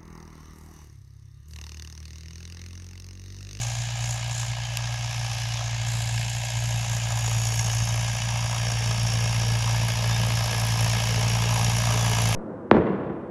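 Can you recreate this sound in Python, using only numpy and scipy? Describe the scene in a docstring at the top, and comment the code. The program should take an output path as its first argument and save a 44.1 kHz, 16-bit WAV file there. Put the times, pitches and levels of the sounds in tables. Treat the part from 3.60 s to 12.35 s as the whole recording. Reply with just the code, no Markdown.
"""Diesel tractor at work, coming nearer

A four-cylinder diesel tractor pulls a disc harrow over a tilled field and slowly comes nearer.
Each firing feeds a deep exhaust drone of engine orders and rumble, a knock of shaken block resonances,
a clatter of ringing casings, and a sharp injector tick with a longer rasp, both of filtered grit.
The treble shifts colour with distance and direction; gliding sine whistles make a bird's chirps,
and a few fast-dying modes make one small click close by."""
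import sys
import numpy as np
from scipy import signal
from scipy.fft import rfft, irfft
from scipy.io import wavfile
from scipy.ndimage import uniform_filter1d

SR = 44100
rng = np.random.default_rng(int(sys.argv[2]) if len(sys.argv) > 2 else 0)


def generate_wav(sig):
    """Save sig (samples, or channels by samples) to the path in sys.argv[1] as 16-bit PCM at SR."""
    pcm = np.round(np.clip(np.atleast_2d(sig).T, -1, 1) * 32767).astype(np.int16)
    wavfile.write(sys.argv[1], SR, pcm)


N = 385875
TIME = np.arange(N) / SR  # s

# engine speed, sagging and recovering under the harrow's load: start_s, firings_per_s
FIRING_RATE = [(0.0, 58.85), (1.6, 58.88), (1.75, 58.04), (2.55, 57.9), (2.8, 58.73), (3.95, 57.04),
               (4.85, 58.18), (5.3, 57.45), (6.9, 57.46), (7.0, 56.87), (8.3, 57.87), (8.75, 56.25)]
# exhaust lines: multiple_of_firing_rate, near_db, lost_when_far_db (negative: stronger when far)
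EXHAUST_ORDERS = [(.25, -25, 3), (0.748, -34, 0), (1.001, -12, -3.5), (1.752, -27, -5), (2, 0.5, -3),
                  (2.25, -50, 6), (2.5, -25.5, -7.5), (2.75, -23, 10), (3, -12, 14.5), (3.389, -23.5, 13),
                  (3.499, -36, 21), (3.748, -33, 26), (4, -22, 23), (5, -30, 23)]
# spectrum of the uneven exhaust puffs: pitch_hz, relative_db
RUMBLE_COLOUR = [(20, -13), (35, -18), (50, -16), (75, -3), (100, 2.5), (125, -2), (150, -9), (200, -9.5),
                 (235, -22), (290, -41), (400, -49.5)]
# gain of the exhaust drone, rising unevenly as the tractor nears: start_s, gain_db
DRONE_GAIN = [(0, -31), (1.6, -30.5), (2.35, -27.5), (2.8, -29), (4.05, -24.5), (4.75, -27), (5.1, -24.5),
              (6.65, -22.5), (8.75, -21.5)]
# spectra of the block's knock and of its low thud: pitch_hz, relative_db
KNOCK_COLOUR = [(330, -25.5), (430, -54), (500, -9), (590, 0), (750, 1), (860, 1), (970, 1), (1120, -4),
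                (1280, -3.5), (1440, -17.5), (1800, -16), (3000, -29)]
THUD_COLOUR = [(200, -12.5), (250, -4), (310, -7), (375, -7), (405, -6), (432, 4.5), (465, -0.5), (520, 0),
               (700, -33.5)]
# the thud moves with the drone, but further: near_db, db_per_drone_db
THUD_FOLLOWS_DRONE = (-43.5, 2.85)
# spectrum of the mechanical clatter: pitch_hz, relative_db
CLATTER_COLOUR = [(900, -26), (1450, -12), (1620, -1), (1800, 0), (1950, -7.5), (2200, -1.5), (2450, -2.5),
                  (2900, -4), (3300, -3), (3800, -7), (4300, -7.5), (4800, -5.5), (7000, -11.5),
                  (10000, -35)]
# ringing of the casings: pitch_hz, width_hz, relative_db
CASING_MODES = [(1706, 69, -6), (2170, 8.8, -15.5), (2630, 16, -16.5), (2735, 84, -16.5), (2938, 18, -11),
                (3735, 56, -13)]
# spectra of the injectors' rasp and tick: pitch_hz, relative_db
RASP_COLOUR = [(2500, -16), (4200, 3.5), (4700, -6), (5200, 1), (5700, 2.5), (6200, -3), (6700, 4),
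               (7300, -2), (8000, -7.5), (9000, -6), (12000, -22)]
TICK_COLOUR = [(3000, -27), (6000, -2), (7500, -1.5), (8800, -4.5), (10000, 1.5), (11000, -0.5),
               (12000, -3.5), (13000, -12), (14000, -12), (16000, -26)]
# one row a cylinder, in firing order: relative_knock_db, relative_tick_db
CYLINDER_LEVELS = [(-1, 6.5), (-3, 6.5), (0.5, 7), (-1, 8)]
# gain shared by rasp and tick: start_s, gain_db
TREBLE_GAIN = [(0, -35.5), (.37, -41), (.5, -33.5), (.62, -43), (.8, -34), (.95, -43.5), (1.8, -38.5),
               (2.2, -43), (2.3, -38), (3.55, -37), (3.9, -33.5), (4.75, -38.5), (5.35, -36), (6.3, -37.6),
               (7.15, -34.5), (7.7, -36.5), (8.75, -33.5)]
# gain over the approach (the tick's is against the rasp): near_db, lost_when_far_db, bend
KNOCK_DISTANCE = (-32.5, 11.6, 0.77)
CLATTER_DISTANCE = (-31, 7.94, 0.99)
TICK_DISTANCE = (-5, 8.9, 1.1)
TICK_SWING = 0.2  # extra dB of tick for each dB that the treble swells
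# moving air makes each part waver: depth_db (rms), corner_hz
DRONE_AIR = (0.53, 4)
KNOCK_AIR = (1, 8.4)
THUD_AIR = (2.7, 12)
CLATTER_AIR = (0.28, 4.3)
TICK_AIR = (0.89, 5.6)
# treble colour drifting as the microphone turns:
# start_s, rasp_peak_hz, presence_dip_depth (0-1), tick_peak_hz
FACING_COLOUR = [(0, 6600, 0, 10800), (.8, 7100, 0.07, 10700), (1.4, 5800, 0.47, 10500),
                 (1.95, 5640, 0.16, 10700), (2.35, 7500, 0, 11000), (3.9, 6330, 0.7, 11000),
                 (5.2, 5740, 0.9, 9600), (6.4, 5250, 0.53, 11000), (8.75, 6200, 0.45, 10800)]
# brief midrange hollow as the microphone turns: centre_s, half_length_s, pitch_hz, width_hz, depth (0-1)
MIDRANGE_HOLLOW = (2.86, 0.39, 1200, 300, 0.76)
# delay of the soil's echo, longest past the middle: start_s, lag_ms
GROUND_LAG = [(0, 0.81), (3.2, 0.792), (5.3, 1.106), (8.75, 0.81)]
# nearby click: start_s, gain_db
CLICK_EVENT = (1.17195, -13.5)
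# resonances of the click: pitch_hz, relative_db, t60_s
CLICK_RESONANCES = [(2680, 1, .006), (3900, -8, .004), (5400, 0, .003), (6900, -5, .004), (9000, -4, .0025),
                    (11000, -4, .002), (13600, -15, .003)]
# bird calls in the trees: start_s, length_s, first_hz, last_hz, level_db (rms at the swell's top)
BIRD_CALLS = [(1.01, .11, 3230, 2950, -47), (1.945, .075, 3700, 3150, -42), (4.05, .08, 3080, 2950, -44),
              (6.5, .08, 3560, 3680, -38), (8.39, .07, 3490, 3370, -40)]
EDGE_HZ = 15750  # top of the recorder's band


def exhaust(firings, far):
    """Engine orders from the pipe over the rumble of unequal puffs; a long path makes them flutter."""
    lines = np.zeros(N)
    for order, near_db, lost_db in EXHAUST_ORDERS:
        lines += gain_of(near_db - lost_db * far) * np.cos(2 * np.pi * order * firings)
    flutter = gain_of((.7 + .8 * far) * wander(18))
    rumble = gain_of(-16) * colour(rng.standard_normal(N), RUMBLE_COLOUR)
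    # the upper rumble fills in as the path shortens
    rumble = rumble + (1.3 - 1.46 * far ** 2) * resonate(rumble, 232, 62)
    return gain_of(curve(DRONE_GAIN)) * waver(*DRONE_AIR) * (lines * flutter + rumble)


def knock(firings, far, size=3072):
    """Combustion shakes the block; part of the shake repeats with each full engine cycle."""
    cylinder_db = np.array(CYLINDER_LEVELS)[:, 0]
    place = (firings / len(cylinder_db) % 1) * size
    repeating = evened(np.interp(place, np.arange(size), rng.standard_normal(size)))
    blows = bursts(firings, start=.55, rise=.5, fall=.17, floor_db=-5, scatter_db=1.7,
                   cylinder_db=cylinder_db)
    drive = blows * (rng.standard_normal(N) + 0.41 * repeating)
    body = colour(drive, KNOCK_COLOUR)
    # from afar mostly the strongest resonance carries
    body = body + 1.3 * far ** 2 * resonate(body, 745, 90)
    # the energy of each stroke follows its blow, whatever the fine detail
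    stroke = size // len(cylinder_db)  # samples, about one firing
    wanted_power = uniform_filter1d(blows ** 2, stroke)
    body = evened(body * np.sqrt(wanted_power / uniform_filter1d(body ** 2, stroke)))
    body = approach(far, *KNOCK_DISTANCE) * waver(*KNOCK_AIR) * body
    # the loose soil mostly swallows the block's low thud over a long path
    near_db, swing = THUD_FOLLOWS_DRONE
    thud_db = near_db + swing * (curve(DRONE_GAIN) - DRONE_GAIN[-1][1])
    thud = gain_of(thud_db) * waver(*THUD_AIR) * colour(drive, THUD_COLOUR)
    return body + thud


def injectors(firings, far):
    """A sharp tick opens each firing, and a longer rasp follows; the air takes more of the tick."""
    cylinder_db = np.array(CYLINDER_LEVELS)[:, 1]
    tick = grit(3.4) * bursts(firings, start=.5, rise=.074, fall=.24, floor_db=0, scatter_db=1.5,
                              cylinder_db=cylinder_db)
    rasp = grit(3.5) * bursts(firings, start=.45, rise=.24, fall=.37, floor_db=0, scatter_db=1.72,
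                              cylinder_db=cylinder_db)
    rasp, tick = colour(rasp, RASP_COLOUR), colour(tick, TICK_COLOUR)
    # the direction of arrival favours one band of each
    rasp = evened(rasp + 6.3 * resonate(rasp, curve(FACING_COLOUR), 1200))
    tick = evened(tick + 1.6 * resonate(tick, curve(FACING_COLOUR, axis=3), 1600))
    treble_db = curve(TREBLE_GAIN)
    swing = gain_of(TICK_SWING * (treble_db - treble_db.mean()))
    tick = tick * approach(far, *TICK_DISTANCE) * waver(*TICK_AIR) * swing
    return gain_of(treble_db) * (rasp + tick)


def clatter(firings, far):
    """Each firing slaps the pistons; gears rattle in between, and both ring the casings."""
    drive = grit(2.5) * bursts(firings, start=.68, rise=.2, fall=.12, floor_db=1.8, scatter_db=1.2,
                               cylinder_db=np.array(CYLINDER_LEVELS)[:, 0])
    ringing = np.zeros(N)
    for hz, width, db in CASING_MODES:
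        ringing += gain_of(db) * evened(resonate(drive, hz, width))
    body = evened(colour(drive, CLATTER_COLOUR) + gain_of(-8) * evened(ringing))
    return approach(far, *CLATTER_DISTANCE) * waver(*CLATTER_AIR) * body


def click(size=1024):
    """A tiny hard tap that dies within milliseconds; so small a thing radiates no bass."""
    start_s, gain_db = CLICK_EVENT
    out, age, ring = np.zeros(N), TIME[:size], np.zeros(size)
    for k, (hz, db, t60) in enumerate(CLICK_RESONANCES):
        sign = (-1) ** (k // 2)
        ring += sign * gain_of(db - 60 * age / t60) * np.sin(2 * np.pi * hz * age)
    no_bass = signal.butter(2, 2000, "highpass", fs=SR, output="sos")
    add(out, start_s, gain_of(gain_db) * signal.sosfilt(no_bass, ring))
    return out


def birds():
    """Short gliding whistles, each swelling and fading, with a slight random quaver in pitch."""
    out, quaver = np.zeros(N), 1 + .006 * wander(60)
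    for start_s, length_s, first_hz, last_hz, db in BIRD_CALLS:
        part = np.linspace(0, 1, round(length_s * SR))
        hz = first_hz + (last_hz - first_hz) * part
        hz = hz * quaver[round(start_s * SR):][:len(part)]
        swell = np.sqrt(2) * np.sin(np.pi * part)
        add(out, start_s, gain_of(db) * swell * np.sin(2 * np.pi * np.cumsum(hz) / SR))
    return out


def over_ground(x, reflection):
    """The direct sound plus its slightly later reflection from the soil, which combs the spectrum."""
    lag_s = curve(GROUND_LAG) / 1000
    return (x + reflection * np.interp(TIME - lag_s, TIME, x)) / np.hypot(1, reflection)


def hollowed(x):
    """A resonance subtracted from the midrange: a dip that opens and closes again."""
    centre_s, half_length_s, hz, width, depth = MIDRANGE_HOLLOW
    opening = np.exp(-((TIME - centre_s) / half_length_s) ** 4)
    return x - np.clip(depth, 0, 1) * opening * resonate(x, hz, width)


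def approach(far, near_db, lost_db, bend):
    """Gain of a part of the tractor at a distance (far: 1 at the start, 0 at the end)."""
    return gain_of(near_db - lost_db * far ** bend)


def waver(depth_db, corner_hz):
    """Gain that drifts at random with the moving air."""
    return gain_of(depth_db * wander(corner_hz))


def bursts(firings, start, rise, fall, floor_db, scatter_db, cylinder_db):
    """An envelope that swells and dies once a firing (times in firings), at random sizes over a floor."""
    number, age = np.divmod(firings - start + 2, 1)
    number = number.astype(int)
    size_db = np.asarray(cylinder_db)[number % len(cylinder_db)]
    size_db = size_db + scatter_db * rng.standard_normal(N)[number]
    shape = evened((1 - np.exp(-age / rise)) ** 2 * np.exp(-age / fall))
    return np.hypot(shape * gain_of(size_db), gain_of(floor_db))


def grit(spread_db):
    """Noise of rms 1 with a fast random gain, rough like many tiny impacts of unequal size."""
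    return evened(rng.standard_normal(N) * gain_of(spread_db * wander(2800)))


def colour(x, points, size=8192):
    """Minimum-phase filter with the given spectrum, up to 30 dB lower past its ends; result has rms 1."""
    hz, db = np.transpose(points)
    log_hz = np.log(abs(np.fft.fftfreq(size, 1 / SR)) + 1)
    outside = abs(log_hz - np.clip(log_hz, np.log(hz[0]), np.log(hz[-1])))
    beyond_db = np.minimum(60 * outside, 30)
    log_gain = np.log(gain_of(np.interp(log_hz, np.log(hz), db) - beyond_db))
    # the Hilbert transform of the log gain gives the phase of a causal filter
    ring = np.fft.ifft(np.exp(signal.hilbert(log_gain).conj())).real[:size // 2]
    return evened(signal.oaconvolve(x, ring)[:N])


def resonate(x, hz, width):
    """Shifts hz (a number or a curve) down to zero, smooths, and shifts back: a resonance of gain 1."""
    carrier = np.exp(2j * np.pi * np.cumsum(hz * np.ones(N)) / SR)
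    r = np.exp(-np.pi * width / SR)
    return 2 * (carrier * signal.lfilter([1 - r], [1, -r], x / carrier)).real


def wander(corner_hz):
    """Smooth random drift of rms 1, its spectrum falling away above the corner."""
    hz = np.fft.rfftfreq(N, 1 / SR)
    return evened(irfft(rfft(rng.standard_normal(N)) / (1 + (hz / corner_hz) ** 2), N))


def curve(rows, axis=1):
    """One column of a time table, at every sample."""
    rows = np.asarray(rows)
    return np.interp(TIME, rows[:, 0], rows[:, axis])


def evened(x):
    """Scales to rms 1."""
    return x / np.sqrt(np.mean(x ** 2) + 1e-20)


def gain_of(db):
    """Decibels to amplitude."""
    return 10 ** (np.asarray(db) / 20)


def add(mix, start_s, sound):
    """Lays a short sound into the mix."""
    part = mix[round(start_s * SR):][:len(sound)]
    part += sound[:len(part)]


def scene():
    """One count of firings times every engine layer; distance falls steadily."""
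    firings = np.cumsum(curve(FIRING_RATE)) / SR - .183
    far = 1 - TIME / TIME[-1]
    treble = over_ground(injectors(firings, far), reflection=.3) + clatter(firings, far)
    presence_dip = np.clip(curve(FACING_COLOUR, axis=2), 0, 1)
    treble = treble - presence_dip * resonate(treble, 4110, 570)
    tractor = exhaust(firings, far) + hollowed(knock(firings, far) + treble)
    return (tractor + click() + birds())[None]


def record(dry):
    """The recorder's band limit: a linear-phase lowpass."""
    lowpass = signal.firwin(511, EDGE_HZ, window=("kaiser", 9), fs=SR)
    return signal.oaconvolve(dry, lowpass[None], "same")


dry = scene()
out = record(dry)
generate_wav(out)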